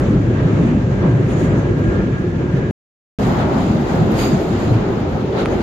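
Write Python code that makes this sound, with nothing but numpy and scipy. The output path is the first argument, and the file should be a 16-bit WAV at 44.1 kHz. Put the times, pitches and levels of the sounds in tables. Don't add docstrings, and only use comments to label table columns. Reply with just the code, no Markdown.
import sys
import numpy as np
from scipy import signal
from scipy.fft import rfft, irfft, next_fast_len
from scipy.io import wavfile
from scipy.ndimage import uniform_filter1d

SR = 44100
rng = np.random.default_rng(int(sys.argv[2]) if len(sys.argv) > 2 else 0)


def waveform_to_disk(signal):
    frames = np.transpose(np.atleast_2d(signal))
    scaled = np.clip(frames, -1, 1) * 32767
    samples = np.round(scaled).astype(np.int16)
    wavfile.write(sys.argv[1], SR, samples)


N = 247842

# (start [s], end [s])
STRETCHES = [
    (0, 2.7102),
    (3.1872, 5.62),
]
# (frequency [Hz], left minus right [dB])
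LEFT_LEAN = [
    [(60, 0), (250, 1), (650, -1.5), (1300, 1), (3500, 0), (5500, -4), (7000, -3.5), (9500, 5), (15000, -3)],
    [(60, 0), (500, 0.5), (1300, 1.5), (3000, 1), (4800, -1), (5800, -16.5), (7200, -19), (8600, -4),
     (12200, -2), (13500, -9.5), (15000, -37)],
]
# (frequency [Hz], likeness [0 to 1])
LIKENESS = [
    [(25, 0.97), (60, 1), (130, 0.98), (290, 0.93), (640, 0.6), (1100, 0.23), (2500, 0.048), (5000, 0.073)],
    [(25, 0.995), (60, 0.95), (130, 0.98), (290, 0.91), (640, 0.52), (1100, 0.081), (2500, 0.035),
     (5000, 0.11)],
]
# (time [s], peak [dB], ring [Hz], time to fall 60 dB [s], left minus right [dB])
TICKS = [(1.7929, -46, 14100, .012, -6), (2.203, -52, 14500, .012, -6), (4.1132, -42, 11800, .045, -6),
         (5.1535, -13, 700, .012, 0), (5.3742, -16, 1000, .01, 0), (5.392, -15, 600, .012, 0),
         (5.3269, -23, 3000, .003, 0), (5.410, -14, 1900, .004, 0), (5.410, -21, 3000, .003, 0),
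         (5.45813, -4.5, 1300, .0055, 0), (5.45828, -3, 2250, .003, 0), (5.4584, -13, 3300, .0025, 0),
         (5.5169, -17, 950, .008, 0), (5.5443, -18, 850, .008, 0), (4.1845, -15, 800, .012, 0),
         (5.4583, -19, 6500, .002, 0), (5.4583, -13, 4300, .0025, 0), (5.4583, -21, 9200, .0025, 3),
         (5.4583, -34, 15000, .002, 0)]


def from_db(db):
    return np.exp(np.asarray(db) * np.log(10) / 20)


def rms_one(x):
    return x / np.sqrt(np.mean(x ** 2) + 1e-20)


def in_time(rows, t):
    s, *columns = np.transpose(rows)
    return [np.interp(t, s, column) for column in columns]


def at_hz(points, hz):
    points = np.array(points)
    return np.interp(np.log(hz + 1), np.log(points[:, 0]), points[:, 1])


def drift(rate, count):
    r = np.exp(-80 * np.pi * rate / SR)
    sparse = rng.standard_normal(count // 40 + 2002)
    slow = signal.lfilter([1], [1, -2 * r, r * r], sparse)[2000:]
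    return np.interp(np.arange(count) / 40, np.arange(len(slow)), rms_one(slow - slow.mean()))


def swells(rows, t):
    coarse = t[::64]
    total_db = sum(db * np.exp(-4 * ((coarse - s) / length) ** 2) for s, db, length in rows)
    return np.interp(t, coarse, total_db)


def resonate(x, hz, width_hz):
    r = np.exp(-np.pi * width_hz / SR)
    top = np.array([1, 0, -1]) * (1 - r * r) / 2
    return signal.lfilter(top, [1, -2 * r * np.cos(2 * np.pi * hz / SR), r * r], x)


def ringing_mode(noise, hz, width_hz):
    return rms_one(resonate(resonate(noise, hz, width_hz), hz, width_hz))


def rubbed_mode(noise, hz, width_hz, window):
    mode = ringing_mode(noise, hz, width_hz)
    evenness = .8
    power = uniform_filter1d(mode ** 2, size=window)
    return rms_one(mode / (power + .05) ** (evenness / 2))


def stereo_noise(spectrum, k, count, own_db, shared_db, rate, change_db=lambda hz: 0):
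    # (frequency [Hz], lead [s])
    left_lead = [
        (900, 0),
        (1500, 3.1e-4),
    ]
    bands_per_octave = 2
    size = next_fast_len(count)
    hz = np.arange(size // 2 + 1) * SR / size
    common, left, right = rfft(rng.standard_normal((3, size)))
    alike = np.clip(at_hz(LIKENESS[k], hz), 0, 1)
    early = np.exp(2j * np.pi * hz * at_hz(left_lead, hz))
    pair = np.sqrt(alike) * common * [early, early ** 0] + np.sqrt(1 - alike) * np.array([left, right])
    louder_left = from_db(at_hz(LEFT_LEAN[k], hz))
    share = np.array([louder_left, louder_left ** 0]) / np.sqrt(1 + louder_left ** 2)
    inside = (hz > spectrum[0][0]) & (hz < spectrum[-2][0])
    pair = pair * share * from_db(at_hz(spectrum, hz)) * inside
    pair = (pair / np.std(irfft(pair.mean(0), size))).astype(np.complex64)

    lowest_hz = spectrum[1][0]
    place = bands_per_octave * np.log2((hz + 1) / lowest_hz)
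    bands = int(place[inside].max()) + 1
    place = np.clip(place, 0, bands - 1)
    together_db, out = shared_db * drift(rate, count), 0
    for b in range(bands):
        weight = np.clip(1 - abs(place - b), 0, 1).astype(np.float32)
        band = irfft(pair * weight, size)[:, :count]
        slow_db = change_db(lowest_hz * 2 ** (b / bands_per_octave))
        out = out + band * from_db(slow_db + together_db + own_db * drift(rate, count))
    return out


def fittings_sing():
    # (time [s], pitch [Hz], width [Hz], level [dB rms],
    # length [s])
    sung_modes = [(1.31, 9000, 300, -61, .05), (1.314, 9760, 300, -63.5, .07),
                  (1.31, 13900, 600, -69, 0.064), (1.396, 14720, 900, -66, .03),
                  (1.446, 11500, 1500, -64, .03), (1.505, 7200, 280, -53, 0.086),
                  (1.589, 6540, 300, -51.5, .08), (3.41, 3800, 1600, -44.5, .04),
                  (4.186, 4350, 300, -44, .015), (4.203, 7950, 200, -54, .02),
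                  (4.215, 11350, 200, -51, .07), (4.242, 4700, 45, -35.5, .08),
                  (4.217, 2400, 2000, -46, 0.055), (1.362, 6800, 150, -53, .07),
                  (1.664, 6500, 300, -65, .08), (2.583, 1750, 150, -43.5, .15),
                  (0.39, 1900, 120, -43.5, .12), (5.369, 12530, 3000, -63.5, .03),
                  (4.291, 6600, 80, -48, .07), (5.392, 3930, 800, -41, 0.068),
                  (5.524, 6600, 300, -45.5, .04),
                  (.66, 286, 40, -32, 0.12), (0.729, 246.6, 40.3, -16.5, 0.083),
                  (1.197, 346, 40, -34, 0.12), (1.502, 400, 50, -28, 0.092), (1.699, 352, 40, -19.5, 0.11),
                  (1.85, 130.5, 25, -25, 0.1), (1.848, 327, 40, -23.5, 0.11), (2.05, 143.4, 25, -30, 0.089),
                  (2.247, 364, 40, -34, 0.19), (2.45, 351, 40, -26, 0.21), (2.579, 388, 50, -24.5, 0.11),
                  (3.28, 257, 40, -22.5, 0.086), (3.95, 150.5, 30, -20, 0.096), (4.08, 139, 30, -24, .06),
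                  (4.098, 291, 40, -24, 0.12), (4.251, 263, 40, -29, 0.1), (4.63, 148, 30, -22.5, 0.048),
                  (5.102, 371, 50, -31.5, 0.13), (5.15, 140, 30, -31, 0.086), (5.4, 200, 40, -26, 0.079),
                  (1.75, 139, 30, -21, 0.12), (2.27, 137, 30, -30, .1), (0.643, 289, 40.2, -24, 0.076),
                  (5.386, 1100, 700, -30.5, .04), (5.413, 1500, 900, -36, 0.034),
                  (1.6, 112, 25, -19, 0.073),
                  (.14, 1330, 40, -44, .12), (.5, 1255, 50, -38, .04), (.57, 1260, 50, -42.5, .04),
                   (.64, 1265, 50, -38, 0.045), (1.97, 1775, 30, -45, .25), (2.58, 1600, 160, -42.5, .2),
                   (4.315, 4790, 70, -46, .07), (4.2, 3060, 100, -43, .05), (1.3, 14000, 700, -64, .05),
                   (1.393, 14300, 1600, -61, .025), (4.203, 4560, 150, -41, .025),
                   (4.7, 4100, 120, -45, .03), (3.8, 760, 200, -31, .05), (4.225, 12600, 500, -55.5, .04),
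                   (2.3, 1720, 120, -44, .15), (4.225, 4950, 120, -43, .03), (4.27, 280, 58, -23.5, .12),
                   (1.4, 9000, 1800, -60.5, .03), (3.4, 2600, 1500, -40, .04),
                   (5.33, 3200, 2000, -47, .012)]
    out, t = np.zeros((2, N)), np.arange(-SR // 8, SR // 8) / SR
    for s, hz, width_hz, level_db, length in sung_modes:
        k = int(s > STRETCHES[0][1])
        noise = rng.standard_normal((3, len(t)))
        alike = np.clip(at_hz(LIKENESS[k], hz), 0, 1)
        pair = np.sqrt(alike) * noise[0] + np.sqrt(1 - alike) * noise[1:]
        mode = rubbed_mode(pair, hz, width_hz, 200 + int(2 * SR / hz))
        gain = from_db(level_db + np.array([[at_hz(LEFT_LEAN[k], hz)], [0]]))
        i = round((s + t[0]) * SR)
        out[:, i:i + len(t)] += (mode * gain * np.exp(-4 * (t / length) ** 2))[:, :N - i]
    return out


def ticks():
    out, t = np.zeros((2, N)), np.arange(SR // 8) / SR
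    for s, peak_db, hz, t60, pan_db in TICKS:
        i = round(s * SR)
        sides = from_db([[pan_db / 2], [-pan_db / 2]])
        ring = np.sin(2 * np.pi * hz * t) * from_db(peak_db - 60 * t / t60) * sides
        soft_contact = 1 - np.exp(-t / .0004)
        out[:, i:i + len(t)] += (ring * soft_contact)[:, :N - i]
    return out


def motor(t):
    # (time [s], pitch [Hz])
    whine_pitch = [(0, 1594), (.45, 1582), (1.0, 1586), (1.2, 1595), (1.5, 1618), (1.9, 1638), (2.2, 1650),
                   (2.7, 1660)]
    # (time [s], swell [dB], length [s])
    load_surges = [(0, 3, .15), (.4, 9, .16), (.72, -6, .2), (1.07, 7, 0.22), (1.3, -6, .15), (1.5, 5, .2),
                   (1.7, 3, .15), (1.92, 9, 0.22), (2.06, -2, .06), (2.16, 8, 0.1), (2.32, -6, .14),
                   (2.5, -1, .15), (2.66, 4, .12)]
    # (time [s], swell [dB], length [s])
    gear_surges = [
        (.5, 3, 0.29),
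        (1.95, 13, 0.41),
        (2.18, 7.7, 0.085),
        (2.42, 4, 0.06),
    ]
    gear_ratio, whine_db, gear_db = .845, -53, -48.5
    hz, = in_time(whine_pitch, t)
    level_db = whine_db + swells(load_surges, t)
    turn = 2 * np.pi * np.cumsum(hz + 8 * drift(40, len(t))) / SR
    housing = ringing_mode(rng.standard_normal((2, len(t))), 1640, 170)
    sides = []
    for phase in (2.2, 0):
        whine = from_db(level_db + 11.0 + drift(8.1, len(t))) * np.sin(turn + phase)
        gear = from_db(gear_db + swells(gear_surges, t)) * np.sin(gear_ratio * turn + phase)
        sides.append(whine + gear)
    return from_db(.5 * level_db - 20.0) * housing + np.array(sides)


def bite(t, s, peak_db, held, fall_db_per_s):
    rise_db = 901 * np.maximum(s - t, 0)
    return from_db(peak_db - rise_db - fall_db_per_s * np.maximum(t - s - held, 0))


def flange_bite(k, t):
    # (time [s], squeal [dB], grinding [dB], held [s])
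    bites = [
        [(1.335, -51, -99, .085)],
        [(4.19, -43, -42, .06), (4.29, -55, -55, .03), (5.366, -70, -46, .05)],
    ]
    # (pitch [Hz], width [Hz], level [dB])
    wheel_modes = [
        [(6800, 110, 0), (6500, 150, -8)],
        [(3705, 90, -8), (4330, 200, -5), (4695, 40, -6), (4790, 80, -6), (5020, 150, -13), (6600, 90, 4),
         (6705, 90, 1), (7100, 50, -4), (7380, 50, -11), (11390, 70, -18)],
    ]
    # (frequency [Hz], level [dB per Hz])
    grind_colour = [(1500, 7), (2200, 15), (4000, 17.5), (5200, 11.5), (6000, -25), (7000, -37)]
    squeal = 0
    for hz, width_hz, level_db in wheel_modes[k]:
        mode = rubbed_mode(rng.standard_normal((2, len(t))), hz, width_hz, 200)
        lean_db = at_hz(LEFT_LEAN[k], hz)
        squeal = squeal + mode * from_db(level_db + 4.5 * drift(17, len(t)) + [[lean_db], [0]])
    grind = stereo_noise(grind_colour, k, len(t), own_db=2, shared_db=1, rate=30) if k else 0
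    out = 0
    for s, squeal_db, grind_db, held in bites[k]:
        out = out + bite(t, s, squeal_db, held, 164.5) * squeal
        out = out + bite(t, s, grind_db, held, 298) * grind
    return out


def swell_near(t, hz):
    # (time [s], middle pitch [Hz], swell [dB], length [s])
    pitch_swells = [(0.144, 65, 19, 0.06), (0.332, 113.5, 8.5, 0.17), (0.543, 111.6, 4.5, 0.26),
                    (0.641, 273, 7.5, 0.1), (0.722, 175.7, 0, 0.11), (.8, 113, -1, 0.063),
                    (0.897, 298, -14, 0.12), (0.95, 112, 4.5, 0.1), (1.163, 135, 6.5, 0.28),
                    (1.192, 59.4, -31, 0.087), (1.45, 173, 10, 0.032), (1.574, 107.4, -5, 0.038),
                    (1.848, 114, 9, 0.12), (1.92, 59.9, 14.5, 0.15), (2.32, 220, -17, 0.042),
                    (2.403, 342, 10.5, 0.044), (2.561, 141, 14, 0.092), (3.277, 153, 14, 0.1),
                    (3.723, 192, 7.5, 0.72), (3.87, 198, -45, 0.047), (4.036, 127, 15.5, 0.16),
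                    (4.35, 166, 15, 0.044), (4.46, 112, -4, 0.065), (4.537, 108, 6, 0.052),
                    (4.723, 120.5, 12, 0.18), (5.12, 120, 5.5, 0.068), (5.072, 205, -11, 0.052),
                    (5.247, 300, -7, 0.062), (5.356, 443, 7, 0.29), (.05, 70.4, 10, .08),
                    (0.724, 250, 5.5, 0.11), (1.199, 328, 8, 0.055), (1.2, 82, -3, 0.11),
                    (1.626, 160, -11, 0.094), (2.055, 140, 8, 0.13), (2.291, 59.8, 9, 0.065),
                    (2.43, 170, 1, .08), (1.68, 368, 4.5, 0.077), (3.3, 70, 8, .1), (3.9, 85, 11, 0.093),
                    (4.07, 140, 5.5, 0.046), (4.65, 145, 5, 0.065), (5.15, 145, 10, .1), (5.4, 200, 3, .12),
                    (5.6, 150, -8.5, 0.033),
                    (0.456, 3500, 3, .2), (0.503, 900, 1, 0.14), (.7, 2500, 5, 0.1), (1.05, 281, 10, .12),
                    (1.051, 786, 4, .07), (1.275, 121, 1.5, 0.12), (1.346, 232, 4.5, 0.11),
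                    (1.402, 2480, -2, 0.11), (1.693, 285, -6, 0.08), (2.02, 383, 6, 0.4),
                    (2.096, 3060, 3, 0.22), (2.138, 234, -10, 0.11), (2.15, 1320, 3.5, 0.18),
                    (3.327, 254, 4.5, 0.22), (3.406, 3280, 2.5, .08), (3.447, 80, 6, 0.19),
                    (3.93, 149, 1, .08), (2.4, 160, 5.5, .1), (3.517, 396, -7, 0.51),
                    (3.53, 770, 7.5, 0.12), (4.135, 287, 3.5, 0.11), (4.222, 2930, 6, 0.066),
                    (4.227, 1200, 5, 0.045), (4.381, 636, 5.5, 0.13), (4.79, 696, 0.5, 0.19),
                    (5.164, 750, 6, 0.037), (5.413, 4060, 7, .07), (1.279, 150, -9, 0.11),
                    (3.547, 150, -8.5, 0.069), (.3, 150, -7.5, 0.13), (3.956, 210, -4.5, 0.2),
                    (1.15, 90, -4, 0.11), (4.297, 60, -8, .08)]
    spread = 0.31
    rows = []
    for s, middle_hz, db, length in pitch_swells:
        nearness = np.exp(-(np.log2(hz / middle_hz) / spread) ** 2)
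        rows.append((s, db * nearness, length))
    return swells(rows, t)


def rolling(k, t):
    # (frequency [Hz], level [dB per Hz])
    rumble_colour = [
        [(12, -52.5), (20, -27), (33, -24), (53, -7), (81, -9), (123, -1), (210, -5), (236, -9), (270, -7.5),
         (313, -9.5), (348, -8), (448, -16.5), (544, -23), (700, -35.5), (910, -34.5), (1540, -120)],
        [(12, -52), (20, -23), (33, -19.5), (49, -6), (75, -6.5), (123, -2.5), (178, -5), (213, -2),
         (287, -6.5), (380, -4), (475, -15), (520, -12), (700, -22.5), (910, -49), (1540, -120)],
    ]
    roar_colour = [
        [(260, -12.5), (450, -6.5), (536, 0), (746, -10), (1350, -13), (1460, -14.5), (1630, -14.5),
         (1870, -16), (2360, -19), (5140, -34.5), (6200, -35), (8060, -68.5), (13600, -120)],
        [(260, -36), (450, 2.5), (481, -3), (548, -2), (796, -2), (1060, -8), (1300, -8.5), (1700, -13.5),
         (4180, -26), (5490, -34), (6200, -30), (8060, -64), (13600, -120)],
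    ]
    ring_colour = [
        [(3060, -32), (5200, -15.5), (6740, 2.5), (7090, -2.5), (7400, -5), (9000, -16.5), (11700, -53.5),
         (19800, -120)],
        [(3060, 1.5), (5200, 2), (5700, -14), (6850, 5.5), (8010, -12.5), (9000, -21.5), (11700, -61),
         (19800, -120)],
    ]
    hiss_colour = [
        [(4710, -33), (8000, -0.5), (8780, -10), (10100, -2), (10500, -5.5), (11700, -4), (13900, -8),
         (15400, -15)],
        [(4710, -41.5), (8000, 0), (8290, -4.5), (8950, -5), (10400, -6), (11500, -2.5), (14600, -8),
         (15400, -16)],
    ]
    # (time [s], level [dB])
    rail_roughness = [
        [(0, -25.5), (.28, -31.5), (.55, -26), (.88, -31.5), (1.2, -29), (1.5, -25.5), (1.75, -30.5),
         (2.28, -33), (2.71, -35)],
        [(3.19, -30), (3.5, -24.5), (3.84, -28), (4.15, -24), (4.5, -28.5), (4.8, -25.5), (5.1, -30),
         (5.33, -32), (5.62, -26.5)],
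    ]
    # (rumble [dB], its fading [dB per s], ring [dB], hiss [dB], fading of both [dB per s])
    steady_levels = [
        (-15.5, 0.48, -58, -71.5, 0.95),
        (-17.5, 0.5, -52, -63.5, 2),
    ]
    # (time [s], swell [dB], length [s])
    joints = [(.08, 0.5, 0.05), (.38, 4, 0.085), (.93, 5.5, 0.047), (1.045, 7, 0.083), (1.32, 1, 0.04),
              (1.56, 2.5, 0.0967), (1.8, 4, 0.04), (1.96, 4.5, 0.16), (2.42, 4.5, 0.057), (2.6, 5.5, 0.2),
              (3.27, 7, 0.22), (3.41, 7, 0.09), (3.58, 1.5, 0.24), (3.93, 4.5, 0.1), (4.62, 1.5, 0.28),
              (5.18, 2, 0.11), (5.39, 8, 0.12), (5.53, 3, 0.13)]
    # (time [s], swell [dB], length [s], share that rings the wheel)
    rubs = [(0.057, 3, 0.091, 0.61), (0.63, 4, 0.17, .7), (1.049, -0.5, .08, 0.71), (1.315, 4, 0.078, 1.5),
            (1.401, 8, 0.077, 1), (1.452, 7, 0.042, 0.97), (1.592, 2, 0.11, 1.6), (1.899, 3.5, 0.19, 0.81),
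            (2.575, 5, 0.11, 0.4), (3.254, 8.5, 0.22, 0.7), (3.404, 4.5, 0.031, 0.29),
            (3.59, 4.5, 0.088, 1.2), (3.698, 4, 0.16, 1.3), (3.947, 6.5, 0.2, 0.84),
            (4.225, 18, 0.17, 0.68), (4.371, 6.5, 0.18, 0.97), (4.607, 7, 0.24, 1.2),
            (4.762, 0.5, 0.13, 0.5), (5.203, 2.5, 0.047, .1), (5.404, 8.5, 0.065, 0.59),
            (5.523, 4, 0.095, 1.2), (5.614, 9.5, .05, .3)]
    # (low [Hz], high [Hz])
    treble_hz = [
        1100,
        3200,
    ]

    rail_db, = in_time(rail_roughness[k], t)
    swing_db, run, n = rail_db - rail_db.mean(), t - t[0], len(t)
    floor_db, floor_fade, ring_db, hiss_db, flange_fade = steady_levels[k]
    joint_db = swells(joints, t)
    rub_db = swells([row[:3] for row in rubs], t)
    rung_db = swells([(s, db * share, length) for s, db, length, share in rubs], t)
    bright_db = 0.34 * rub_db - 0.76 * joint_db - 0.58 * swing_db
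    flange_db = 0.17 * swing_db - flange_fade * run
    rumble_db = floor_db - floor_fade * run + 0.38 * swing_db

    def roar_change(hz):
        return swell_near(t, hz) + bright_db * np.interp(np.log(hz), np.log(treble_hz), [0, 1])

    rumble = stereo_noise(rumble_colour[k], k, n, own_db=2.0, shared_db=0.0, rate=11.5,
                          change_db=lambda hz: swell_near(t, hz))
    roar = stereo_noise(roar_colour[k], k, n, own_db=1.0, shared_db=0.1, rate=17, change_db=roar_change)
    ring = stereo_noise(ring_colour[k], k, n, own_db=0.4, shared_db=0.5, rate=9.7)
    hiss = stereo_noise(hiss_colour[k] + [(SR / 2, -60)], k, n, own_db=1.2, shared_db=.7, rate=16)
    out = from_db(rumble_db) * rumble
    out = out + from_db(rail_db + joint_db - 1.5) * roar
    out = out + from_db(ring_db + flange_db + rung_db + 0.65) * ring
    return out + from_db(hiss_db + flange_db + rub_db + 3.0) * hiss


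def scene():
    out = ticks()
    for k, (start, end) in enumerate(STRETCHES):
        i, j = round(start * SR), min(round(end * SR), N)
        t = np.arange(i, j) / SR
        out[:, i:j] += rolling(k, t) + flange_bite(k, t)
        if k == 0:
            out[:, i:j] += motor(t)
    end, start = (round(s * SR) for s in np.ravel(STRETCHES)[1:3])
    more = 2048
    out[:, end:end + more] = out[:, end - more:end][:, ::-1]
    out[:, start - more:start] = out[:, start:start + more][:, ::-1]
    return out + fittings_sing()


def coarse_treble(x):
    # (frequency [Hz], step [dB])
    step_size = [(1500, -51), (3000, -50), (5000, -57), (7000, -63), (8200, -52), (9600, -48), (10500, -40),
                 (11200, -52), (15000, -56), (15500, -44)]
    # (frequency [Hz], share)
    step_follows = [
        (2000, 0),
        (4000, .35),
        (7000, .35),
        (8200, .55),
    ]
    hop, offset, lines_per_band = 1024, 599, 8
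    frames = N // hop + 2
    padded = np.pad(x, ((0, 0), (2 * hop - offset, 2 * hop))).astype(np.float32)
    n, line = np.arange(2 * hop) + .5, np.arange(hop) + .5
    window = np.sin(np.pi * n / (2 * hop))
    basis = window * np.cos(np.pi / hop * np.outer(line, n + hop / 2)) * np.sqrt(2 / hop)
    basis = basis.astype(np.float32)
    frame_start = np.arange(frames)[:, None] * hop
    lines = padded[:, frame_start + np.arange(2 * hop)] @ basis.T

    scatter = rng.standard_normal((2, frames, hop // lines_per_band))
    scatter = np.repeat(scatter, lines_per_band, axis=2)
    scatter = (scatter + np.roll(scatter, 1, axis=1))[:1] / np.sqrt(2)
    line_hz = line * SR / (2 * hop)
    later = frame_start > STRETCHES[1][0] * SR
    base_db = at_hz(step_size, line_hz) + 2 * later
    nearby_power = uniform_filter1d(lines ** 2, size=33, axis=2)
    masking_db = 10 * np.log10(nearby_power + 1e-12) + 10.5
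    step = from_db(base_db + at_hz(step_follows, line_hz) * (masking_db - base_db) + 6.5 * scatter)
    attacks = (np.array(TICKS)[:, 0] * SR - offset).astype(int) // hop + 1
    step[:, np.append(attacks, attacks + 1)] *= from_db(-9)
    rounded = step * np.sign(lines) * np.floor(abs(lines) / step + .4)
    back = rounded.astype(np.float32) @ basis
    joined = back[:, 1:, :hop] + back[:, :-1, hop:]
    return joined.reshape(2, -1)[:, hop - offset:hop - offset + N].astype(float)


def top_cut(x):
    return signal.sosfilt(signal.butter(12, 15530, fs=SR, output="sos"), x)


def record(dry):
    t = np.arange(N) / SR
    first_end, second_start = STRETCHES[0][1], STRETCHES[1][0]
    fade_out = (first_end - t) / .0007 + .2 * np.sign(first_end - t)
    fade_in = (t - second_start) * SR
    kept = np.clip(np.maximum(fade_out, fade_in), 0, 1)
    rounded_peaks = 1.238 * np.tanh(dry / 1.224)
    return top_cut(kept * coarse_treble(rounded_peaks))


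dry = scene()
out = record(dry)
waveform_to_disk(out)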